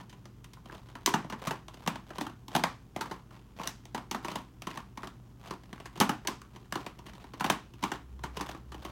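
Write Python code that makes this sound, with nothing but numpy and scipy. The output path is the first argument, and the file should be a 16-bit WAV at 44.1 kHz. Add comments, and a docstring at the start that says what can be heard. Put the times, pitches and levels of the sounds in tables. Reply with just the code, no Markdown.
"""Quiet room noise and a mains hum are heard first, with the rub of plastic layers and a light knock.
A large hollow plastic puzzle cube is turned by hand in a carpeted living room: pieces catch, clatter and snap.
Knocks are bursts of impacts that excite resonances; rubbing is shaped noise that follows the sliding speed.
Delayed bounces and decaying noise bands form the echoes; near the end a low drone, a wavering tone, comes in."""
import sys
import numpy as np
from scipy import signal
from scipy.fft import rfft
from scipy.io import wavfile

SR = 44100
rng = np.random.default_rng(int(sys.argv[2]) if len(sys.argv) > 2 else 0)


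def store_pcm(level_fs):
    """Save levels as 16-bit WAV."""
    pcm = np.round(np.clip(level_fs, -1, 1) * 32767).astype(np.int16)
    wavfile.write(sys.argv[1], SR, np.atleast_2d(pcm).T)


N = 392931
TIME = np.arange(N) / SR


def from_db(db):
    """Logarithmic level: decibels to amplitude gain."""
    return 10 ** (np.asarray(db) / 20)


def rms_one(x):
    """Normalisation: scale to rms 1."""
    return x / np.sqrt(np.mean(x ** 2) + 1e-20)


def at_hz(points, hz, axis=1):
    """Logarithmic pitch: one column of a table, interpolated on a log-frequency axis."""
    table = np.array(points)
    return np.interp(np.log(np.maximum(hz, 1)), np.log(table[:, 0]), table[:, axis])


def coloured(x, spectrum):
    """Spectral shaping: filter a steady sound to a spectrum above 20 Hz; rms 1."""
    hz = np.arange(N // 2 + 1) * SR / N
    gain = from_db(at_hz(spectrum, hz)) * (hz > 20)
    return rms_one(np.fft.irfft(rfft(x) * gain, N))


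def drift(rate):
    """Slow random modulation: joined random points, rate of them a second; rms 1."""
    knots = rng.standard_normal(int(rate * N / SR) + 2)
    return rms_one(np.interp(TIME * rate, np.arange(len(knots)), knots))


def die_away(x, t60):
    """Exponential decay: spread each bit of energy over a 60 dB fall in t60 seconds; the sum stays the same."""
    keep = from_db(-120 / (t60 * SR))   # energy kept from sample to sample
    return signal.lfilter([1 - keep], [1, -keep], x + 1e-18)


def add(track, s, sound):
    """Superposition: mix a sound into the track from time s on."""
    start = max(round(s * SR), 0)
    track[start:start + len(sound)] += sound[:max(N - start, 0)]


AIR_DB = -55.64
# Spectrum of the still room. Each row: frequency in Hz, relative level in dB.
AIR_SPECTRUM = [(13, -38), (22, -5), (48, -2), (128, 3.5), (376, -7.5), (569, -22), (771, -21),
                (1020, -19.5), (2260, -32.5), (3150, -31), (3810, -35.5), (6440, -33.5), (8260, -38.5),
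                (14700, -39), (16000, -37)]


def room_noise():
    """Broadband noise: random pressure filtered to the spectrum of the still room."""
    return from_db(AIR_DB) * coloured(rng.standard_normal(N), AIR_SPECTRUM)


def wavering_tone(hz, waver_rad):
    """Phase modulation: a sine whose phase wanders slowly; rms 1."""
    return np.sqrt(2) * np.sin(2 * np.pi * hz * TIME + waver_rad * drift(4.9))


# Components of the mains hum. Each row: frequency in Hz, level in dB.
HUM_TONES = [(53, -60.5), (120, -58), (200, -68)]


def mains_hum():
    """Additive synthesis: a few low tones of steady level sum to a hum."""
    return sum(from_db(db) * wavering_tone(hz, waver_rad=0.45) for hz, db in HUM_TONES)


SPEED_UP_SHARE = .42   # part of a turn spent gathering speed
HANDLING_DB = -71   # the layers always creep a little in the hands
SHIVER_DB, SHIVER_T60_S = -25, 0.32   # level against the knock (dB), decay time (s)


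def turn_times(fastest_s, length_s):
    """Kinematics of a turn: the times in seconds when it starts, is fastest and ends."""
    share = np.clip(SPEED_UP_SHARE, .05, .95)
    return fastest_s + length_s * np.array([-share, 0, 1 - share])


# Turns in which layers slide on each other.
# Each row: time of greatest speed in seconds, length in seconds, rubbing level at that time in dB.
TURNS = [(0, 0.13, -59), (0.139, 0.26, -72), (.72, 0.18, -54.5), (.96, 0.42, -59), (1.46, 0.24, -48),
         (1.84, 0.26, -57.5), (2.151, 0.32, -55), (2.54, 0.17, -50), (3.071, 0.34, -56), (3.33, 0.2, -62),
         (3.621, 0.21, -49), (4.289, 0.33, -51), (4.721, 0.23, -52.5), (5.041, 0.13, -54),
         (5.46, 0.19, -53.5), (5.749, 0.32, -57.5), (5.971, 0.13, -52.5), (6.58, 0.22, -63.5),
         (6.828, 0.32, -54.5), (7.071, .09, -57), (7.2, 0.24, -59.5), (7.449, 0.26, -51),
         (7.849, .28, -52.5), (8.23, 0.13, -55), (8.44, 0.27, -47), (8.83, .26, -54.5)]


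def sliding_speed():
    """Motion sets friction level: turns speed up and slow down, knocked layers shiver, the hands creep."""
    turns = np.zeros(N)
    for fastest_s, length_s, db in TURNS:
        turns += from_db(db) * np.interp(TIME, turn_times(fastest_s, length_s), [0, 1, 0])
    shivers = np.zeros(N)
    fade = from_db(-60 * TIME[:SR] / SHIVER_T60_S)
    for s, _, db, *_ in KNOCKS:
        add(shivers, s, from_db(db + SHIVER_DB) * fade)
    return np.sqrt(turns ** 2 + shivers ** 2 + from_db(HANDLING_DB) ** 2)


# Spectrum of plastic sliding on plastic. Each row: frequency in Hz, relative level in dB.
RUB_SPECTRUM = [(200, -19), (500, 9), (1000, 7), (1800, -2), (3000, -1.5), (6000, -11), (10000, -18.5),
                (16000, -20)]


def rubbing(catches_per_s, catch_db, catch_t60, smooth_share):
    """Stick-slip friction: sliding faces hiss and catch in tiny uneven jerks, louder at higher speed."""
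    catch_energy = from_db(catch_db * rng.random(N)) ** 2
    catches = (rng.random(N) < catches_per_s / SR) * catch_energy
    jerks = die_away(catches, catch_t60)
    share = np.clip(smooth_share, 0, 1)
    roughness = np.sqrt(share + (1 - share) * jerks / jerks.mean())
    return sliding_speed() * roughness * coloured(rng.laplace(size=N), RUB_SPECTRUM)


# level against the rubbing and scatter of level, hardness and lightness (dB)
RATTLE_DB, RATTLE_SCATTER_DB = 1.5, 2
RATTLE_HARDNESS_DB, RATTLE_CLATTER_S = 3, .003   # mean hardness (dB), clatter (s)


def rattles(count=3):
    """Random excitation: each turn shakes loose pieces, most likely when fastest; rows as in KNOCKS."""
    rows = []
    for fastest_s, length_s, db in TURNS:
        for _ in range(count):
            s = rng.triangular(*turn_times(fastest_s, length_s))
            contact = np.array([db + RATTLE_DB, RATTLE_HARDNESS_DB, 0])
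            contact = contact + RATTLE_SCATTER_DB * rng.standard_normal(size=3)
            rows.append((s, RATTLE_CLATTER_S, *contact))
    return rows


def resonate(x, hz, width_hz):
    """Resonance: a two-pole filter with gain 1 on top."""
    r = np.exp(-np.pi * width_hz / SR)
    w = 2 * np.pi * min(hz, SR / 2 - 1) / SR
    return signal.lfilter(np.array([1, 0, -1]) * (1 - r * r) / 2, [1, -2 * r * np.cos(w), r * r], x)


LEVEL_SPAN_S = .01   # a ring's energy is set as an rms level over this span


def struck(hits, modes, levels_db, tilts_db, stretch, lag_s, lowest_hz, grit_db, blow_db, size=3072):
    """Modal excitation: a main blow amid a flurry of small impacts sets the modes of one part ringing."""
    out, t = np.zeros(N), np.arange(size) / SR
    radiation = signal.butter(2, lowest_hz, "high", fs=SR, output="sos")   # small faces radiate no bass
    for (s, clatter_s, *_), level_db, tilt_db in zip(hits, levels_db, tilts_db - tilts_db.mean()):
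        age = t / max(clatter_s * stretch, 1 / SR)
        flurry = np.sqrt(age) * np.exp(-age)   # the pieces meet, then settle
        impacts = flurry * rng.standard_normal(size) * from_db(grit_db * rng.random(size))
        impacts[np.argmax(flurry)] = from_db(blow_db) * np.linalg.norm(impacts)
        # every piece is a little different, and is hit in a different place
        piece = rng.normal([0, 1], [1.3, .035], (len(modes), 2))
        ring = np.zeros(size)
        for k, ((hz, width_hz, db), (own_db, detune)) in enumerate(zip(modes, piece)):
            gain = (-1) ** k * from_db(db + own_db + tilt_db * np.log2(hz))
            ring += gain * resonate(impacts, hz * detune, width_hz)
        ring = signal.sosfilt(radiation, ring)
        scale = np.sqrt(LEVEL_SPAN_S * SR) / np.linalg.norm(ring)
        add(out, s + lag_s, from_db(level_db) * scale * ring)
    return out


# level of each part against the knock's strength (dB)
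CORE_DB, SHELL_DB, RIM_DB, EDGE_DB = -2, -0.35, -8, -17.5
CORE_HARD, RIM_HARD, EDGE_HARD = -0.046, 1, 1.45   # share of the hardness that each takes
CORE_LIGHT, SHELL_LIGHT = -0.91, 0.45   # share of the lightness that each takes
# knocks above this strength (dB) gain treble, in dB per dB; lighter ones lose it
FIRM_KNOCK_DB, RIM_GROWTH, EDGE_GROWTH = -40, 0.011, 0.2
BRIGHTEN_PER_OCTAVE = 0.2   # tilt inside a part, for each dB of hardness
CLACK_RISE_PER_OCTAVE = 1.1   # tilt of the shells, for each dB of lightness

# Resonances of the heavy core. Each row: frequency in Hz, width in Hz, relative level in dB.
CORE_MODES = [(145.8, 41, -5), (204.3, 57, 0.5), (265, 138, -1.5), (345, 112, -1.5)]
# Resonances of the hollow shells. Each row: frequency in Hz, width in Hz, relative level in dB.
SHELL_MODES = [(543, 393, -9), (677, 277, -2.5), (893, 177, 1.5), (1034, 215, 2), (1181, 249, -2.5),
               (1577, 580, -12.5)]
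# Resonances of the rims. Each row: frequency in Hz, width in Hz, relative level in dB.
RIM_MODES = [(1786, 390, -3.5), (2706, 470, -3.5), (2897, 337, 1.5), (4000, 3170, -12)]
# Resonances of the edges. Each row: frequency in Hz, width in Hz, relative level in dB.
EDGE_MODES = [(5350, 2900, -0.5), (6030, 520, 15.5), (9050, 12000, 2), (10800, 17000, -8.5),
              (14600, 3500, -12)]
# Pieces catching and snapping into place.
# Each row: start in seconds, clatter time scale in seconds (before a part's stretch), strength in dB,
# hardness of contact in dB (flat faces < 0 < corners),
# lightness in dB (a whole layer thuds < 0 < a single piece clacks).
KNOCKS = [(.0062, 0.0022, -49.5, -5, -2.5), (0.094, 0.0062, -63, 15.5, 3), (.1265, .005, -55, 6, 2.5),
          (0.2546, .002, -53, 7, -1), (0.4422, .003, -58.5, 13, 7.5), (0.533, .004, -58.5, 12, 3),
          (0.5696, .002, -54.5, -12, 0.5), (.697, .002, -48, -15, 3.5), (0.7247, .002, -47.5, -4, 0),
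          (0.9533, .0024, -43, -3, 1), (1.0605, .0012, -33.5, 15.5, 4.5), (1.074, .0028, -26.5, -7, 0),
          (1.138, .0038, -23.5, -0.5, 0.5), (1.2444, .004, -41, -8, -4), (1.2981, .0043, -42.5, 4.5, 2.5),
          (1.3226, .0064, -36, -2.5, -0.5), (1.4172, .0047, -42.5, -8, 0.5), (1.47, .0055, -32, 2, -1),
          (1.5077, .005, -32.5, 0.5, 1), (1.682, .0025, -47.5, 4.5, 3.5), (1.7415, .003, -54, 8, -4),
          (1.8628, .0018, -39, -0.5, 1), (1.8746, .0036, -26.5, 0.5, -0.5), (1.956, .003, -41, -0.5, 3.5),
          (2.1035, .005, -43, -5, 1), (2.1826, .0025, -36, -0.5, 0), (2.209, .0055, -33, 1, -2),
          (2.2653, .004, -39, 0, 2), (2.4812, .0022, -46, 5.5, -2.5), (2.5502, .0032, -25, 1, 2),
          (2.5621, .0024, -26.5, 0.5, -0.5), (2.637, .002, -25, 0, 5), (2.9617, .003, -34, -3.5, 0),
          (3.009, .005, -34.5, 4, 3), (3.0564, 0.0034, -44.5, -1, 0.5), (3.1105, .008, -37, -2.5, -1),
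          (3.3076, 0.0035, -55, -2.5, 0), (3.5957, .0025, -38.5, -16, 0), (3.6341, 0.0021, -46, 8.5, 1),
          (3.6739, 0.0007, -43.5, 17, 1), (3.854, .001, -54, 8.5, -1), (3.946, .0047, -33, -0.5, -1),
          (3.9774, .0026, -39, -1.5, 0.5), (4.1114, .0025, -36, 7.5, -0.5),
          (4.1454, .0034, -32.5, -1.5, 1.5), (4.2456, .0048, -35, 0.5, 1), (4.2827, .0025, -37.5, -5, 1),
          (4.3152, 0.0031, -44, 4.5, -1), (4.3559, .0037, -33.5, 1, 1), (4.6198, .002, -46.5, 9, -1),
          (4.6689, .004, -34.5, 0.5, 0), (4.7738, .002, -37.5, -0.5, 2.5), (4.9735, .004, -40.5, -1.5, 2),
          (5.0312, .004, -39.5, -7.5, 1.5), (5.0716, .003, -45.5, 2.5, 2), (5.508, .0035, -37, -0.5, -2),
          (5.729, .001, -44.5, 3, -6.5), (5.8001, .0035, -46.5, -2, -1), (5.8554, .006, -45, 3.5, 3),
          (5.956, 0.0037, -49, 1.5, -2.5), (5.9744, .0035, -45, 2, -5), (6.001, .0018, -29, 9.5, -4),
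          (6.0081, .0066, -20, 0, -1), (6.092, .004, -26.5, 0, 0), (6.249, 0.0042, -44, -7, -0.5),
          (6.2722, .0022, -40, 16, 5.5), (6.2815, .004, -32.5, -9, 0), (6.4164, .0018, -50.5, 4.5, 3),
          (6.5597, .004, -49.5, 3.5, -1.5), (6.7239, .0014, -36, 6, 3.5), (6.7551, .003, -32, 0, -0.5),
          (6.8629, .0037, -38, -0.5, 0.5), (7.064, 0.0053, -49.5, 6.5, -5), (7.1503, .003, -55, 5.5, -6),
          (7.2403, .004, -48.5, -1, -1), (7.335, .004, -44.5, 1, -3), (7.3981, 0.0025, -46.5, 7, 5.5),
          (7.4069, .0032, -31, -2, 2.5), (7.4417, .0053, -27, -0.5, 2), (7.461, .0028, -35, 1.5, -0.5),
          (7.499, .003, -23.5, 3, 2.5), (7.7362, .003, -56.5, 7, -8), (7.8247, .009, -34.5, 1.5, -3.5),
          (7.837, .003, -29, 1, 2), (7.9169, .0024, -33, 0.5, 1.5), (8.236, .006, -35.5, 1.5, 0.5),
          (8.37, .0035, -38, 3, -3), (8.3978, 0.0023, -39, -5, -0.5), (8.4084, .0044, -34.5, 1.5, 0),
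          (8.489, .0034, -43.5, 2, 0), (8.5134, .002, -46.5, 4.5, 1.5), (8.5467, 0.0045, -44.5, -6, -3),
          (8.7185, .005, -46.5, 3, 0.5), (8.7431, .004, -46, 2.5, -4.5), (8.8486, .0045, -40, 2, -2)]


def knocks(hits):
    """Coupled resonators: rims and edges sound first, shells and core follow; hard contact favours treble."""
    _, _, db, hard_db, light_db = np.transpose(hits)
    core_db = db + CORE_DB + CORE_HARD * hard_db + CORE_LIGHT * light_db
    shell_db = db + SHELL_DB + SHELL_LIGHT * light_db
    rim_db = db + RIM_DB + RIM_HARD * hard_db + RIM_GROWTH * (db - FIRM_KNOCK_DB)
    edge_db = db + EDGE_DB + EDGE_HARD * hard_db + EDGE_GROWTH * (db - FIRM_KNOCK_DB)
    tilt_db = BRIGHTEN_PER_OCTAVE * hard_db
    clack_tilt_db = tilt_db + CLACK_RISE_PER_OCTAVE * light_db
    core = struck(hits, CORE_MODES, core_db, tilt_db,
                  stretch=.7, lag_s=.0003, lowest_hz=111, grit_db=11.0, blow_db=-3.0)
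    shell = struck(hits, SHELL_MODES, shell_db, clack_tilt_db,
                   stretch=0.78, lag_s=0.00022, lowest_hz=400, grit_db=26, blow_db=-4.5)
    rim = struck(hits, RIM_MODES, rim_db, tilt_db,
                 stretch=1.0, lag_s=0, lowest_hz=1450, grit_db=17.5, blow_db=-6.5)
    edge = struck(hits, EDGE_MODES, edge_db, tilt_db,
                  stretch=1.0, lag_s=0, lowest_hz=4100, grit_db=46, blow_db=-32)
    return core + shell + rim + edge


def near_echoes(x, level_db, t60, dull_hz, count=20):
    """Early reflection: bounces off holder, fireplace and walls swell and fade as the cube is tilted."""
    delays = np.geomspace(.004, .07, count) * rng.uniform(.9, 1.1, count)
    gains = from_db(-60 * delays / t60) * np.sqrt(delays)
    # bass bends round such small surfaces, treble is soaked up
    passband_hz = [450, min(dull_hz, .45 * SR)]
    bounce = signal.sosfilt(signal.butter(2, passband_hz, "band", fs=SR, output="sos"), x)
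    out = np.zeros(N)
    for delay, gain in zip(delays, gains / np.linalg.norm(gains)):
        add(out, delay, gain * drift(3) * bounce)
    return from_db(level_db) * out


# Response of the living room.
# Each row: frequency in Hz, reverberation against direct sound in dB, decay time t60 in seconds.
ROOM_RESPONSE = [(99, -13.5, 0.35), (268, -3, 0.26), (610, -11.5, 0.24), (990, -4, 0.24), (2440, -8, 0.3),
                 (6000, -11.5, 0.33), (15000, -8, 0.11)]


def room(x, first_echo_s, build_t60, count=21):
    """Diffuse reverberation: band energy builds up and decays as noise; carpet soaks up the top soonest."""
    out, white = np.zeros(N), rng.standard_normal((2, N))
    edges = np.geomspace(100, 17000, count + 1)   # bands of about a third of an octave
    for k, (low, high) in enumerate(zip(edges, edges[1:])):
        hz = np.sqrt(low * high)
        band = signal.butter(2, [low, high], "band", fs=SR, output="sos")
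        built_up = die_away(signal.sosfilt(band, x + 1e-18) ** 2, build_t60)
        energy = die_away(built_up, at_hz(ROOM_RESPONSE, hz, axis=2))
        noise = rms_one(signal.sosfilt(band, white[k % 2]))   # neighbouring bands use separate noise
        add(out, first_echo_s, from_db(at_hz(ROOM_RESPONSE, hz)) * np.sqrt(energy) * noise)
    return out


# typical delay (s), level against the knock (dB), strength a knock must exceed (dB)
REBOUND_S, REBOUND_DB, REBOUND_ABOVE_DB = .016, -16.5, -38


def rebounds():
    """Rebound: firmly knocked pieces have play and fall back once, a moment later; rows as in KNOCKS."""
    rows = []
    for s, clatter_s, db, *contact in KNOCKS:
        late = rng.uniform(.5, 2)
        if db > REBOUND_ABOVE_DB:
            rows.append((s + REBOUND_S * late, clatter_s, db + REBOUND_DB, *contact))
    return rows


# Level of the low drone. Each row: time in seconds, level in dB.
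DRONE_LEVEL = [(0, -72), (7.9, -61), (8.15, -45.5), (8.4, -49), (8.58, -56.5), (8.72, -47), (8.91, -54)]


def drone():
    """Amplitude envelope: one low wavering tone follows a level curve that rises late."""
    level_db = np.interp(TIME, *np.transpose(DRONE_LEVEL))
    return from_db(level_db) * wavering_tone(hz=63.7, waver_rad=0.13)


def scene():
    """Superposition: the cube, its echoes and the background add up."""
    background = room_noise() + mains_hum() + drone()
    rub = rubbing(catches_per_s=150, catch_db=8.0, catch_t60=0.016, smooth_share=0.066)
    cube = rub + knocks(KNOCKS + rebounds() + rattles())
    early = near_echoes(cube, level_db=-11.0, t60=0.086, dull_hz=7200)
    late = room(cube, first_echo_s=.004, build_t60=0.006)
    return (cube + early + late + background)[None]


CUTOFF_HZ = 16100


def record(dry):
    """Band limiting: a steep elliptic low-pass removes the top."""
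    return signal.sosfilt(signal.ellip(10, .1, 70, CUTOFF_HZ, fs=SR, output="sos"), dry)


dry = scene()
out = record(dry)
store_pcm(out)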